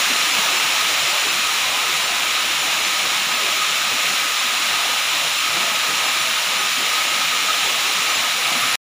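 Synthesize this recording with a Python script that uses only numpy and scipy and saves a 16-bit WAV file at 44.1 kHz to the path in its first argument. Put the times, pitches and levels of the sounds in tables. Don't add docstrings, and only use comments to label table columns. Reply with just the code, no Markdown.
import sys
import numpy as np
from scipy import signal
from scipy.fft import rfft, irfft, next_fast_len
from scipy.io import wavfile
from scipy.ndimage import uniform_filter1d, map_coordinates

SR = 44100
rng = np.random.default_rng(int(sys.argv[2]) if len(sys.argv) > 2 else 0)


def field_ratio(decibels):
    return 10 ** (np.asarray(decibels, dtype=float) / 20)


def dump(signal):
    limited = np.clip(np.atleast_2d(signal).T, -1, 1)
    pcm = np.round(limited * 32767).astype(np.int16)
    wavfile.write(sys.argv[1], SR, pcm)


N = 394254

# (frequency [Hz], level [dB])
HUM_PARTIALS = [(100, -71), (200, -61.5), (300, -56), (600, -52), (700, -48)]
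# (time [s], frequency [Hz], level [dB])
ENGINE_SWELL = [
    (1.85, 65, -75),
    (2.0, 65, -61.5),
    (2.2, 65, -55),
    (2.55, 66, -60),
    (2.75, 66, -82),
]

# (frequency [Hz], level [dB])
THUMP_SPECTRUM = [(20, -20.5), (45, -14), (64, -4), (80, -0.5), (105, 2.5), (140, -28), (250, -81)]
BOOM_SPECTRUM = [(60, -52.5), (105, -8.5), (150, -3.5), (250, -0.5), (330, -7.5), (500, -83)]
RUMBLE_SPECTRUM = [(200, -34), (290, -3.5), (370, -1.5), (500, 0), (580, -13), (900, -79)]
BODY_SPECTRUM = [(350, -71), (520, -7.5), (690, -3), (870, -2.5), (1020, -2.5), (1150, -10.5),
                 (1500, -69.5)]
# (centre [Hz], level [dB], patchiness [dB], flutter [dB], share of the draught [ratio])
AIR_LAYERS = [
    (85, -61.5, 3.5, 1.5, 1),
    (190, -46.5, 5, 1.5, 1),
    (400, -44, 4, 1.5, 0.81),
    (800, -33.5, 2.1, 1.5, 0.33),
]
# (time [s], level [dB])
DRAUGHT = [(0, 0.5), (.7, -0.5), (1.1, 0.5), (1.5, 0.5), (2.2, -1), (3.1, 0), (3.8, -1.5), (4.4, -1.5),
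           (5.2, -2.5), (5.7, 1), (6.2, -1), (6.5, -0.5), (7, 0), (7.4, 0.5), (7.8, -1), (8.75, 2.5)]
# (time [s], centre [Hz], level [dB])
PUFFS = [(.14, 250, 5), (.36, 420, 6.5), (.53, 400, 8), (.9, 250, 6), (1.19, 201, -12), (1.27, 280, 8),
         (3.03, 160, 5), (3.45, 262, 5.5), (3.6, 130, -3.5), (3.94, 169, 7), (4.09, 190, 2),
         (4.16, 250, -3), (4.38, 190, -7), (4.82, 80, -10), (4.99, 303, -7), (5.33, 420, -6),
         (5.43, 490, -8.5), (5.6, 300, 6), (5.92, 300, 7), (6.01, 120, -3), (6.35, 230, -3),
         (6.74, 420, -11.5), (6.81, 320, 8), (7.15, 320, -3), (7.28, 480, -10), (7.42, 500, -7),
         (7.67, 420, 3), (8.18, 100, 8), (8.32, 420, -7.5), (8.54, 240, 6.5)]
PUFF_HALF_S, PUFF_HALF_OCTAVES = .04, 0.83

# (centre [Hz], width [Hz])
PIPE_RESONANCE = (1260, 89)
# (time [s], level [dB])
PIPE_FLOW = [(0, -35), (.5, -32), (1.5, -34), (2.6, -33.5), (3.2, -33), (4.2, -31.5), (4.9, -31.5),
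             (5.2, -34.5), (5.55, -31), (6.5, -32.5), (7.2, -31.5), (7.7, -33.5), (8.1, -32), (8.75, -31.5)]
# (time [s], level [dB])
PIPE_SURGES = [(.24, 3), (.78, 2), (.87, 5), (.92, -10), (1.09, 0.5), (1.19, 5), (1.31, 2), (1.46, 7.5),
               (1.66, -7), (1.85, 8), (2.38, 2.5), (2.48, -22), (3.07, 2), (3.43, -2), (3.63, 6), (4.14, 5),
               (4.82, 4.5), (4.92, 3), (5.06, -11), (5.26, -9), (5.47, 5.5), (5.87, 5), (6.62, 2),
               (7.23, 4), (7.35, 5), (7.5, 8.5), (8.1, 7.5), (8.18, -10), (8.35, 3), (8.63, 10)]
WHISTLE_FLUTTER_DB, SURGE_HALF_S = 1.14, 0.022

# (time [s], level [dB])
JET_LEVEL = [
    (0, -19.5),
    (.4, -19.5),
    (1.2, -20),
    (1.8, -21),
    (3.5, -21),
    (5, -21),
    (6.7, -21),
    (7.9, -20.5),
    (8.4, -21),
    (8.75, -20),
]
# (time [s], level [dB])
CLOUD_NEARNESS = [
    (0, -1),
    (.5, -0.5),
    (1.7, .5),
    (4, 0),
    (6, 1),
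    (7.2, 0),
    (8.15, -1.5),
    (8.3, 1.5),
    (8.75, 3),
]
# (frequency [Hz], level [dB])
JET_SPECTRUM = [(700, -65), (1000, -11), (1150, -7), (1550, -7.5), (1950, -6), (2300, -2.5), (2800, -2.5),
                (3300, -5), (3950, -4), (4150, -5.5), (4450, -11), (5000, -16.5), (6000, -76.5)]
FIZZ_SPECTRUM = [(3800, -66.5), (4500, -8), (5050, -1), (5750, 0.5), (6280, -4), (6680, -0.5), (7300, -1),
                 (8150, -11), (9450, -6), (11000, -12.5), (13900, -17.5), (14650, -6.5), (15450, -10.5)]
# (centre [Hz], width [Hz])
MIST_BAND = (10700, 2300)
FIZZ_DB, FIZZ_FOLLOWS = -6.5, -.25

# (time [s], centre [Hz])
SPLIT_BANDS = [(.328, 5000), (.444, 7600), (.584, 5700), (.955, 9000), (1.303, 5750), (2.046, 6300),
               (2.58, 9600), (2.697, 7600), (2.859, 6300), (2.998, 8600), (3.277, 9650), (3.347, 6300),
               (3.579, 4700), (4.113, 8300), (4.392, 6000), (5.019, 7600), (5.042, 4700), (5.39, 6650),
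               (5.669, 8300), (6.017, 7800), (6.063, 4950), (6.203, 6950), (6.598, 6950), (6.737, 7250),
               (6.876, 10400), (7.317, 8300), (7.689, 4700), (7.898, 7900), (8.13, 6900), (8.153, 4950)]
SPLIT_BLOCK = 2048
SPLIT_WIDTH_HZ, SPLIT_LOWEST_HZ = 1700, 4200
UPPER_FROM_HZ, UPPER_TO_HZ, UPPER_CHANCE = 10500, 14400, .95

TOP_HZ = 15510
CUT_S = 8.7563
SMEAR_DB, SMEAR_RISE_S, SMEAR_DB_PER_S, SMEAR_END_S = -28.5, .005, 5500, .02


def unit(x):
    return x / np.sqrt(np.mean(x ** 2) + 1e-20)


def curves(rows):
    s, *cols = np.transpose(rows)
    t = np.arange(N) / SR
    return [np.interp(t, s, c) for c in cols]


def wobble(rate):
    knots = rng.standard_normal(int(N * rate / SR) + 4)
    return map_coordinates(knots, [np.arange(N) * rate / SR])


def bumps(times, heights, half_s):
    slow = np.arange(0, N + 64, 64) / SR
    bells = np.exp(-((slow - np.c_[times]) / half_s) ** 2)
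    return np.interp(np.arange(N) / SR, slow, heights @ bells)


def filtered(x, response):
    m = next_fast_len(N + 8192)
    hz = np.fft.rfftfreq(m, 1 / SR)
    return irfft(rfft(x, m) * response(hz), m)[:N]


def colour(points):
    f, db = np.transpose(points)
    return lambda hz: field_ratio(np.interp(np.log(hz + 1), np.log(f + 1), db))


def resonance(centre_hz, width_hz):
    return lambda f: 1j * f * width_hz / (centre_hz ** 2 - f * f + 1j * f * width_hz)


def turbulence(patchy_db, size=512):
    z = signal.stft(rng.standard_normal(N), nperseg=size)[2]
    field = uniform_filter1d(rng.standard_normal(z.shape), size=5, axis=0)
    field = uniform_filter1d(field, size=5120 // size, axis=1)
    return unit(signal.istft(z * field_ratio(patchy_db * unit(field)), nperseg=size)[1][:N])


def steadied(x, share):
    power = np.abs(uniform_filter1d(x ** 2, size=SR // 25)) + 1e-6
    return unit(x / power ** (np.clip(share, 0, 1) / 2))


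def drops(count, spread_db):
    when, side, chance = rng.random((count, 3)).T
    size = np.sign(side - .5) * field_ratio(-spread_db * np.log(1 - .998 * chance))
    return unit(np.bincount((when * N).astype(int), size, N))


def transformer():
    t = np.arange(N) / SR
    hum = 0
    for hz, db in HUM_PARTIALS:
        level = field_ratio(db - 5.0 + 3.4 * wobble(3.9))
        hum = hum + np.sqrt(2) * level * np.sin(2 * np.pi * hz * t + .6 * wobble(4))
    return hum


def far_engine():
    hz, db = curves(ENGINE_SWELL)
    phase = 2 * np.pi * np.cumsum(hz) / SR
    return np.sqrt(2) * field_ratio(db + 1.5 * wobble(12)) * np.sin(phase)


def bay_air():
    s, puff_hz, puff_db = np.transpose(PUFFS)
    (draught_db,) = curves(DRAUGHT)
    spectra = (THUMP_SPECTRUM, BOOM_SPECTRUM, RUMBLE_SPECTRUM, BODY_SPECTRUM)
    air = 0
    for spectrum, (hz, db, patchy_db, flutter_db, share) in zip(spectra, AIR_LAYERS):
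        reach = np.exp(-(np.log2(puff_hz / hz) / PUFF_HALF_OCTAVES) ** 2)
        level_db = db + share * draught_db + flutter_db * wobble(12)
        level_db = level_db + bumps(s, reach * puff_db, PUFF_HALF_S)
        noise = unit(filtered(turbulence(patchy_db, size=2048), colour(spectrum)))
        air = air + field_ratio(level_db) * steadied(noise, share=0.35)
    return air


def supply_pipe():
    s, db = np.transpose(PIPE_SURGES)
    (flow_db,) = curves(PIPE_FLOW)
    level_db = flow_db + WHISTLE_FLUTTER_DB * wobble(24) + bumps(s, db, SURGE_HALF_S)
    mode = resonance(*PIPE_RESONANCE)
    ring = unit(filtered(turbulence(patchy_db=0.7), lambda f: mode(f) ** 2))
    return field_ratio(level_db) * steadied(ring, share=0.47)


def nozzles():
    (jet_db,), (cloud_db,) = curves(JET_LEVEL), curves(CLOUD_NEARNESS)
    flutter_db = 0.21 * wobble(8.2) + 0.095 * wobble(22)
    jet = turbulence(patchy_db=0.27) + 0.4 * drops(count=30000, spread_db=2.5)
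    jet = unit(filtered(jet, colour(JET_SPECTRUM)))
    fizz = turbulence(patchy_db=0.4) + 0.42 * drops(count=40000, spread_db=2.5)
    fizz = unit(filtered(fizz, colour(FIZZ_SPECTRUM)))
    mode = resonance(*MIST_BAND)
    mist = unit(filtered(turbulence(patchy_db=4.0), lambda f: mode(f) ** 2))
    near = np.sqrt(np.maximum(field_ratio(2 * cloud_db) - 1, 0))
    treble = field_ratio(1.67 + FIZZ_FOLLOWS * cloud_db) * fizz + field_ratio(-9.0) * near * mist
    return field_ratio(jet_db + flutter_db) * (field_ratio(0.14) * jet + field_ratio(FIZZ_DB) * treble)


def scene():
    mono = transformer() + far_engine() + bay_air() + supply_pipe() + nozzles()
    return np.array([mono, mono])


def split_bands(x):
    out, hz = x.copy(), np.fft.rfftfreq(SPLIT_BLOCK, 1 / SR)
    window = np.sin(np.pi * (np.arange(SPLIT_BLOCK) + .5) / SPLIT_BLOCK)
    for s, centre_hz in SPLIT_BANDS:
        upper_hz = centre_hz
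        if rng.random() < UPPER_CHANCE:
            upper_hz = rng.uniform(UPPER_FROM_HZ, UPPER_TO_HZ)
        distance_hz = np.minimum(abs(hz - centre_hz), abs(hz - upper_hz))
        inside = (distance_hz < SPLIT_WIDTH_HZ / 2) & (hz > SPLIT_LOWEST_HZ)
        middle = round(s * SR)
        span = slice(middle - SPLIT_BLOCK // 2, middle + SPLIT_BLOCK // 2)
        band = rfft(x[:, span]) * inside
        level = np.sqrt(uniform_filter1d(abs(band) ** 2, size=24, axis=1).clip(0))
        fresh = level * np.exp(2j * np.pi * rng.random(band.shape)) * inside
        out[:, span] += window * irfft(fresh) - (1 - np.sqrt(1 - window ** 2)) * irfft(band)
    return out


def low_pass(x):
    return signal.sosfilt(signal.butter(12, 15950, fs=SR, output="sos"), x)


def record(dry):
    after = np.arange(N) / SR - CUT_S
    smear_db = SMEAR_DB - SMEAR_DB_PER_S * np.abs(after - SMEAR_RISE_S)
    gate = np.where(after < 0, 1, field_ratio(smear_db) * (after < SMEAR_END_S))
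    limited = np.array([filtered(ear, lambda hz: hz < TOP_HZ) for ear in split_bands(dry)])
    return low_pass(limited * gate)


dry = scene()
out = record(dry)
dump(out)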